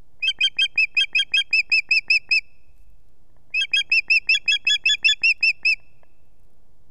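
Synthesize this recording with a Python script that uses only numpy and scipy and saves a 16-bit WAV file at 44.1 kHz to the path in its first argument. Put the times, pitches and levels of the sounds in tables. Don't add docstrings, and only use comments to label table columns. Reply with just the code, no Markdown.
import sys
import numpy as np
from scipy import signal
from scipy.fft import rfft, irfft
from scipy.io import wavfile
from scipy.ndimage import map_coordinates

SR = 44100
rng = np.random.default_rng(int(sys.argv[2]) if len(sys.argv) > 2 else 0)


def wrap_up_sound(samples):
    columns = np.atleast_2d(samples).T
    tamed = np.clip(columns, -1, 1)
    steps = np.round(tamed * 32767).astype(np.int16)
    wavfile.write(sys.argv[1], SR, steps)


N = 304290
TIME_S = np.arange(N) / SR
CREST_SHARE = 0.4841

# start/s, length/s, top f/Hz, level/dB
NOTES = [(.221, 0.1028, 2634, -17.5), (0.4038, 0.08518, 2605, -13.5), (0.5833, 0.08663, 2662, -13.5),
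         (0.774, 0.0826, 2629, -12), (0.9653, 0.08923, 2631, -12), (1.1469, 0.0914, 2623, -12.5),
         (1.3348, 0.09185, 2656, -12), (1.5263, 0.09027, 2653, -12), (1.7145, 0.0913, 2645, -12),
         (1.906, 0.09284, 2661, -12.5), (2.0979, 0.08663, 2664, -12), (2.3077, 0.09004, 2638, -13),
         (3.5375, 0.12183, 2631, -17), (3.7318, 0.0932, 2666, -12), (3.9138, 0.09103, 2707, -12),
         (4.098, 0.09383, 2699, -11.5), (4.2878, 0.09747, 2700, -11.5), (4.4762, 0.09993, 2699, -12),
         (4.6653, 0.1075, 2736, -12), (4.853, 0.1061, 2750, -12), (5.0427, 0.10205, 2767, -11.5),
         (5.2317, 0.09855, 2749, -12.5), (5.424, 0.0952, 2698, -13), (5.647, 0.0993, 2659, -13.5)]


def undb(db):
    return 10 ** (np.asarray(db) / 20)


def ease(x):
    return np.sin(np.pi / 2 * np.clip(x, 0, 1)) ** 2


def gain_at(spectrum, hz):
    f, db = np.transpose(spectrum)
    return undb(np.interp(np.log(np.maximum(hz, 1)), np.log(f), db))


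def noise(spectrum, n):
    hz = np.arange(n // 2 + 1) * SR / n
    x = irfft(rfft(rng.standard_normal(n)) * gain_at(spectrum, hz), n)
    return x / x.std()


def wander(rate_hz, n):
    knots = np.arange(n) * rate_hz / SR
    return map_coordinates(rng.standard_normal(int(knots[-1]) + 2), [knots], order=3, mode="nearest")


def add(track, start_s, sound):
    i = int(start_s * SR)
    track[i:i + len(sound)] += sound[:N - i]


def air(level_db=-56.5, breeze_top_hz=1500, hum_hz=125.4, hum_db=-69.5):
    # f/Hz, level/dB
    spectrum = [(20, 3.5), (50, -6), (100, -11), (200, -17.5), (400, -22), (750, -25.5), (1100, -34.5),
                (1700, -41.5), (3500, -43.5), (8000, -46), (14000, -47.5)]
    # t/s, gain/dB
    breeze = [(0, -1), (.4, 1.5), (2.2, 1), (2.55, -3), (3.5, 1.5), (5.7, 1.5), (6.9, 0)]
    still = noise(spectrum, N) * undb(level_db)
    rumble = signal.sosfiltfilt(signal.butter(2, breeze_top_hz, fs=SR, output="sos"), still)
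    hiss = (still - rumble) * undb(0.5)
    hum_phase = 2 * np.pi * np.cumsum(hum_hz + 3 * wander(8.2, N)) / SR
    hum = np.sin(hum_phase) * undb(hum_db + 3 * wander(5.4, N))
    swell = undb(np.interp(TIME_S, *np.transpose(breeze)))
    return (rumble * undb(1.2 * wander(4.9, N)) + hum) * swell + hiss


def blows(events, modes, contact_s):
    out, t = np.zeros(N), TIME_S[:SR // 20]
    for start_s, level_db in events:
        ring = 0
        for hz, mode_db, t60_s in modes:
            detuned_hz = hz * (1 + 0.011 * rng.standard_normal())
            ring += undb(mode_db - 60 * t / t60_s) * np.sin(2 * np.pi * detuned_hz * t)
        add(out, start_s, undb(level_db) * ring * ease(t / contact_s))
    return out


def feet():
    # t/s, level/dB
    knocks = [(.197, -48.5), (3.298, -55.5), (3.364, -45.5), (3.503, -47.5), (3.513, -54), (5.798, -44.5),
              (6.031, -37.5)]
    # f/Hz, level/dB, t60/s
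    stick_modes = [(635, 5.5, 0.0121), (976, -3, 0.0187), (1730, -13.5, 0.037), (2030, -9.5, 0.016),
                   (3120, -17.5, 0.012)]
    return blows(knocks, stick_modes, contact_s=0.0026)


def membrane_phase(hz, jitter):
    return 2 * np.pi * np.cumsum(hz * (1 + jitter * wander(1400, len(hz)))) / SR


def lead_in(to_hz, from_hz=2100, length_s=0.0239, level_db=-56.5):
    u = np.linspace(0, 1, int(length_s * SR))
    phase = membrane_phase(from_hz + (to_hz - from_hz) * u ** 2, jitter=.04)
    return undb(level_db) * ease(u / 0.12) * ease((1 - u) / 0.17) * np.sin(phase)


def arch(u, first=0.9082, last=0.8272):
    rise = first + (1 - first) * np.sin(np.pi / 2 * u / CREST_SHARE)
    fall = 1 - (1 - last) * ((u - CREST_SHARE) / (1 - CREST_SHARE)) ** 2
    return np.where(u < CREST_SHARE, rise, fall)


def rasp(n, depth_db):
    patches = undb(4.7 * np.tanh(wander(70, n)))
    tremble = noise([(80, -7.5), (350, -2), (600, -5), (780, -15.5), (1200, -47.0)], n)
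    return 1 + undb(depth_db) * patches * tremble


def overtones(phase, hz, series, flutter_db, rasp_db):
    # f/Hz, gain/dB
    throat = [(3500, 3), (4500, -18.5), (5250, -11), (5650, -17), (6200, -32.5), (6950, -15), (7650, -22.5),
              (8000, -30), (8600, -54), (9700, -21.5), (10050, -31.5), (10400, -50), (12500, -46.5),
              (13900, -47)]
    n, out = len(hz), 0
    for k, db in series:
        gain = undb(db + flutter_db * wander(160, n)) * rasp(n, rasp_db + 4.3 * k)
        out += gain * gain_at(throat, k * hz) * np.sin(k * phase)
    return out


def note(start_s, length_s, top_hz, level_db, full_voice_db=-11.5, release_s=0.01714, return_s=0.01507):
    # t/s, overtone gain/dB, dip at the crest/dB
    voice = [(.25, -9.5, 0.5), (.45, -5.5, 4), (1.201, -4, 1), (1.599, 1.5, 4), (2.35, 2, 2),
             (3.6, -8, -1.5), (3.95, -0.5, 2.5), (4.9, -2.5, 2.5), (5.3, 0.5, -0.5)]
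    # t/s, top f/Hz, level/dB
    cracks = [(0.2746, 3173, -12.5), (0.433, 3179, -11.5), (0.6118, 3207, -12.5), (1.0032, 3228, -12.5),
              (1.1865, 3245, -13), (1.3671, 3252, -13), (3.608, 3264, -16), (3.7611, 3287, -14.5),
              (4.3436, 3395, -12), (4.5139, 3355, -14), (4.6957, 3413, -14), (4.8884, 3443, -14),
              (5.0813, 3471, -12.5)]
    # multiple, level/dB
    series = [(2, 1.5), (3, -9), (4, -12), (5, -14)]
    # f/Hz, level/dB
    turbulence = [(300, -13), (1300, -11.5), (2000, -2), (3200, 2.5), (3900, -13), (4250, -21), (4700, 2.5),
                  (5900, -4), (6400, -18), (7600, -7.5), (8700, -33.5), (10000, -17.5), (11200, -42),
                  (12000, -48.5), (13000, -35.5), (13800, -48)]
    n = int(length_s * SR)
    t = start_s + np.arange(n) / SR
    u, end_s = (t - start_s) / length_s, start_s + length_s
    times_s, *columns = np.transpose(voice)
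    bright_db, dip_db = (np.interp(start_s + length_s / 2, times_s, column) for column in columns)
    hz = top_hz * arch(u)
    phase = membrane_phase(hz, jitter=0.00088)
    attack_s = 0.00746 * 2 ** (max(full_voice_db - level_db, 0) / 7)
    gate = ease((t - start_s) / attack_s) * ease((end_s - t) / release_s)
    crest = ease(1 - np.abs(u - CREST_SHARE) / 0.28)
    low_gain = gate * undb(level_db - dip_db * crest + 0.9 * wander(90, n))
    high_gain, cracked = 0, 0
    for crack in cracks:
        crack_s = crack[0]
        if start_s < crack_s < end_s:
            high, high_phase, high_gain, low_share = upper_register(t, u, *crack, end_s - return_s)
            falter_db = -2 * ease(1 + (t - crack_s) / .018)
            low_gain *= low_share * undb(np.where(t < (crack_s + end_s) / 2, falter_db, -2.5))
            sum_tone = undb(-2.5) * np.sin(phase + high_phase)
            difference_tone = undb(4.0) * np.sin(2 * phase - high_phase)
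            cracked = high + low_gain * high_gain * (sum_tone + difference_tone)
    bright = gate * undb(bright_db) * overtones(phase, hz, series, flutter_db=2.0, rasp_db=-33)
    whistle = np.sin(phase) * rasp(n, depth_db=-40.0) + bright
    rush_db = -46.5 + 15 * np.exp(-(t - start_s) / .02) + 4.1 * wander(88, n)
    rush = undb(rush_db) * noise(turbulence, n)
    return low_gain * whistle + cracked + (low_gain + high_gain) * rush


def upper_register(t, u, start_s, top_hz, level_db, end_s, grow_s=.004, handover_s=.005, droop=0.49):
    # f/Hz, level/dB
    undertone_response = [(1585, -20), (1625, -12), (1730, -10)]
    # multiple, level/dB
    series = [(1.5, -8), (2, 1.5), (2.5, -4), (3, -5.5), (4, -18.5)]
    n, length_s = len(t), end_s - start_s
    age_s, left_s = t - start_s, end_s - t
    hz = top_hz * (1 - droop * (u - .56) ** 2)
    phase = membrane_phase(hz, jitter=0.0017)
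    grow = .5 + .5 * np.tanh(age_s / grow_s)
    sag_db = -13 * np.exp((0.025 - length_s) / 0.014) * np.clip(age_s / length_s, 0, 1) ** 2
    gain = grow * ease((left_s + 0.0034) / 0.0082) * undb(level_db + sag_db)
    settled = ease((age_s - .001) / 0.0094) * ease(left_s / 0.01)
    undertone = settled * gain_at(undertone_response, top_hz / 2) * np.sin(phase / 2)
    bright_gate = grow * ease((left_s + .003) / 0.011)
    bright = bright_gate * overtones(phase, hz, series, flutter_db=4.5, rasp_db=-28)
    scrape = noise([(500, -15), (3000, 2), (3700, 2.5), (4200, -10.5), (6500, -0.5),
                    (8600, -24), (9800, -8), (11500, -42), (13000, -49)], n)
    scrape *= undb(-22.5) * np.exp(-np.abs(age_s - .001) / 0.0018)
    growl_gain = undb(-39 + 3 * wander(100, n))
    growl = growl_gain * noise([(300, -17.5), (1300, -16.5), (2000, -8), (2450, 1), (2900, -6),
                                (4200, -27.5), (8000, -50.5)], n)
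    sound = np.sin(phase) + undertone + bright + scrape + growl
    low_share = 1 - ease((age_s + handover_s) / (handover_s + .0055)) + ease((.003 - left_s) / 0.0089)
    return gain * sound, phase, gain, low_share


def osprey(lead_s=.014):
    out = np.zeros(N)
    for start_s, length_s, top_hz, level_db in NOTES:
        add(out, start_s - lead_s, lead_in(to_hz=top_hz * arch(0)))
        add(out, start_s, note(start_s, length_s, top_hz, level_db))
    return out


def forest(x, near_db=-27.5, near_decay_s=0.0099, far_db=-47.0, body_t60_s=1.5, treble_t60_s=0.87):
    n = 2 * SR
    t = TIME_S[:n]
    near = noise([(1500, -6), (2500, -3.5), (5000, -1.5), (8000, 4)], n)
    near *= ease((t - .004) / 0.016) * np.exp(-t / near_decay_s)
    body = noise([(1600, -19), (2600, -5.5), (3300, -7.5), (4500, -20)], n)
    treble = noise([(3300, -23.5), (5200, 1.5), (6400, 11.5), (7300, -6), (10000, -12.0)], n)
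    far = body * undb(-60 * t / body_t60_s) + treble * undb(5.5 - 60 * t / treble_t60_s)
    far *= ease(t / 0.024)
    response = undb(near_db) * near / np.linalg.norm(near) + undb(far_db) * far / np.linalg.norm(far)
    return signal.fftconvolve(x, response)[:N]


def bill(level_db=-36, scatter_db=2.16, bout_gap_s=.5):
    # f/Hz, level/dB, t60/s
    mouth_modes = [(190, -6.5, 0.018), (312.3, -0.5, 0.013), (838, 4, 0.0097), (1832, -0.5, 0.026),
                   (2129, -8, 0.003)]
    # top f/Hz, lead/s
    leads = [(2610, 0.017), (2770, .0138)]
    starts_s, _, top_hz, _ = np.transpose(NOTES)
    clicks_s = starts_s - np.interp(top_hz, *np.transpose(leads))
    clicks_s = clicks_s[1:][np.diff(starts_s) < bout_gap_s]
    levels_db = level_db + scatter_db * rng.standard_normal(len(clicks_s))
    return blows(zip(clicks_s, levels_db), mouth_modes, contact_s=0.0012)


def twigs(decay_s=.001, faint_per_span=4, faint_db=-61, scatter_db=1):
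    # t/s, level/dB
    ticks = [(2.779, -55), (4.984, -53), (5.381, -52.5), (6.434, -58), (6.504, -59)]
    # from/s, to/s
    settling = [(2.7, 3.45), (6.2, 6.55)]
    out, t = np.zeros(N), TIME_S[:SR // 50]
    faint = [(rng.uniform(*span), rng.normal(faint_db, scatter_db))
             for span in settling for _ in range(faint_per_span)]
    for start_s, level_db in ticks + faint:
        snap = noise([(2000, -12), (6000, -9.5), (12000, -7.5)], len(t))
        add(out, start_s, undb(level_db) * np.exp(-t / decay_s) * snap)
    return out


def mic_gust(at_s=2.8, sway_s=.3, sway_db=-53.5, brush_s=0.043, brush_db=-73.5):
    sway = noise([(20, 1), (55, -1.0), (110, -20), (400, -59.5)], N)
    sway *= undb(sway_db) * np.exp(-((TIME_S - at_s) / sway_s) ** 2)
    brush_gain = undb(brush_db + 4.4 * wander(70, N)) * np.exp(-((TIME_S - at_s) / brush_s) ** 2)
    return sway + brush_gain * noise([(1500, -18.5), (5000, -3), (13000, -1.0)], N)


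def scene():
    bird = osprey() + bill()
    nest = feet() + twigs() + mic_gust()
    return (bird + nest + forest(bird) + air())[None]


def record(dry):
    cutoff_hz, dc_offset = 13950, .0133
    return signal.sosfilt(signal.ellip(8, .2, 70, cutoff_hz, fs=SR, output="sos"), dry) + dc_offset


dry = scene()
out = record(dry)
wrap_up_sound(out)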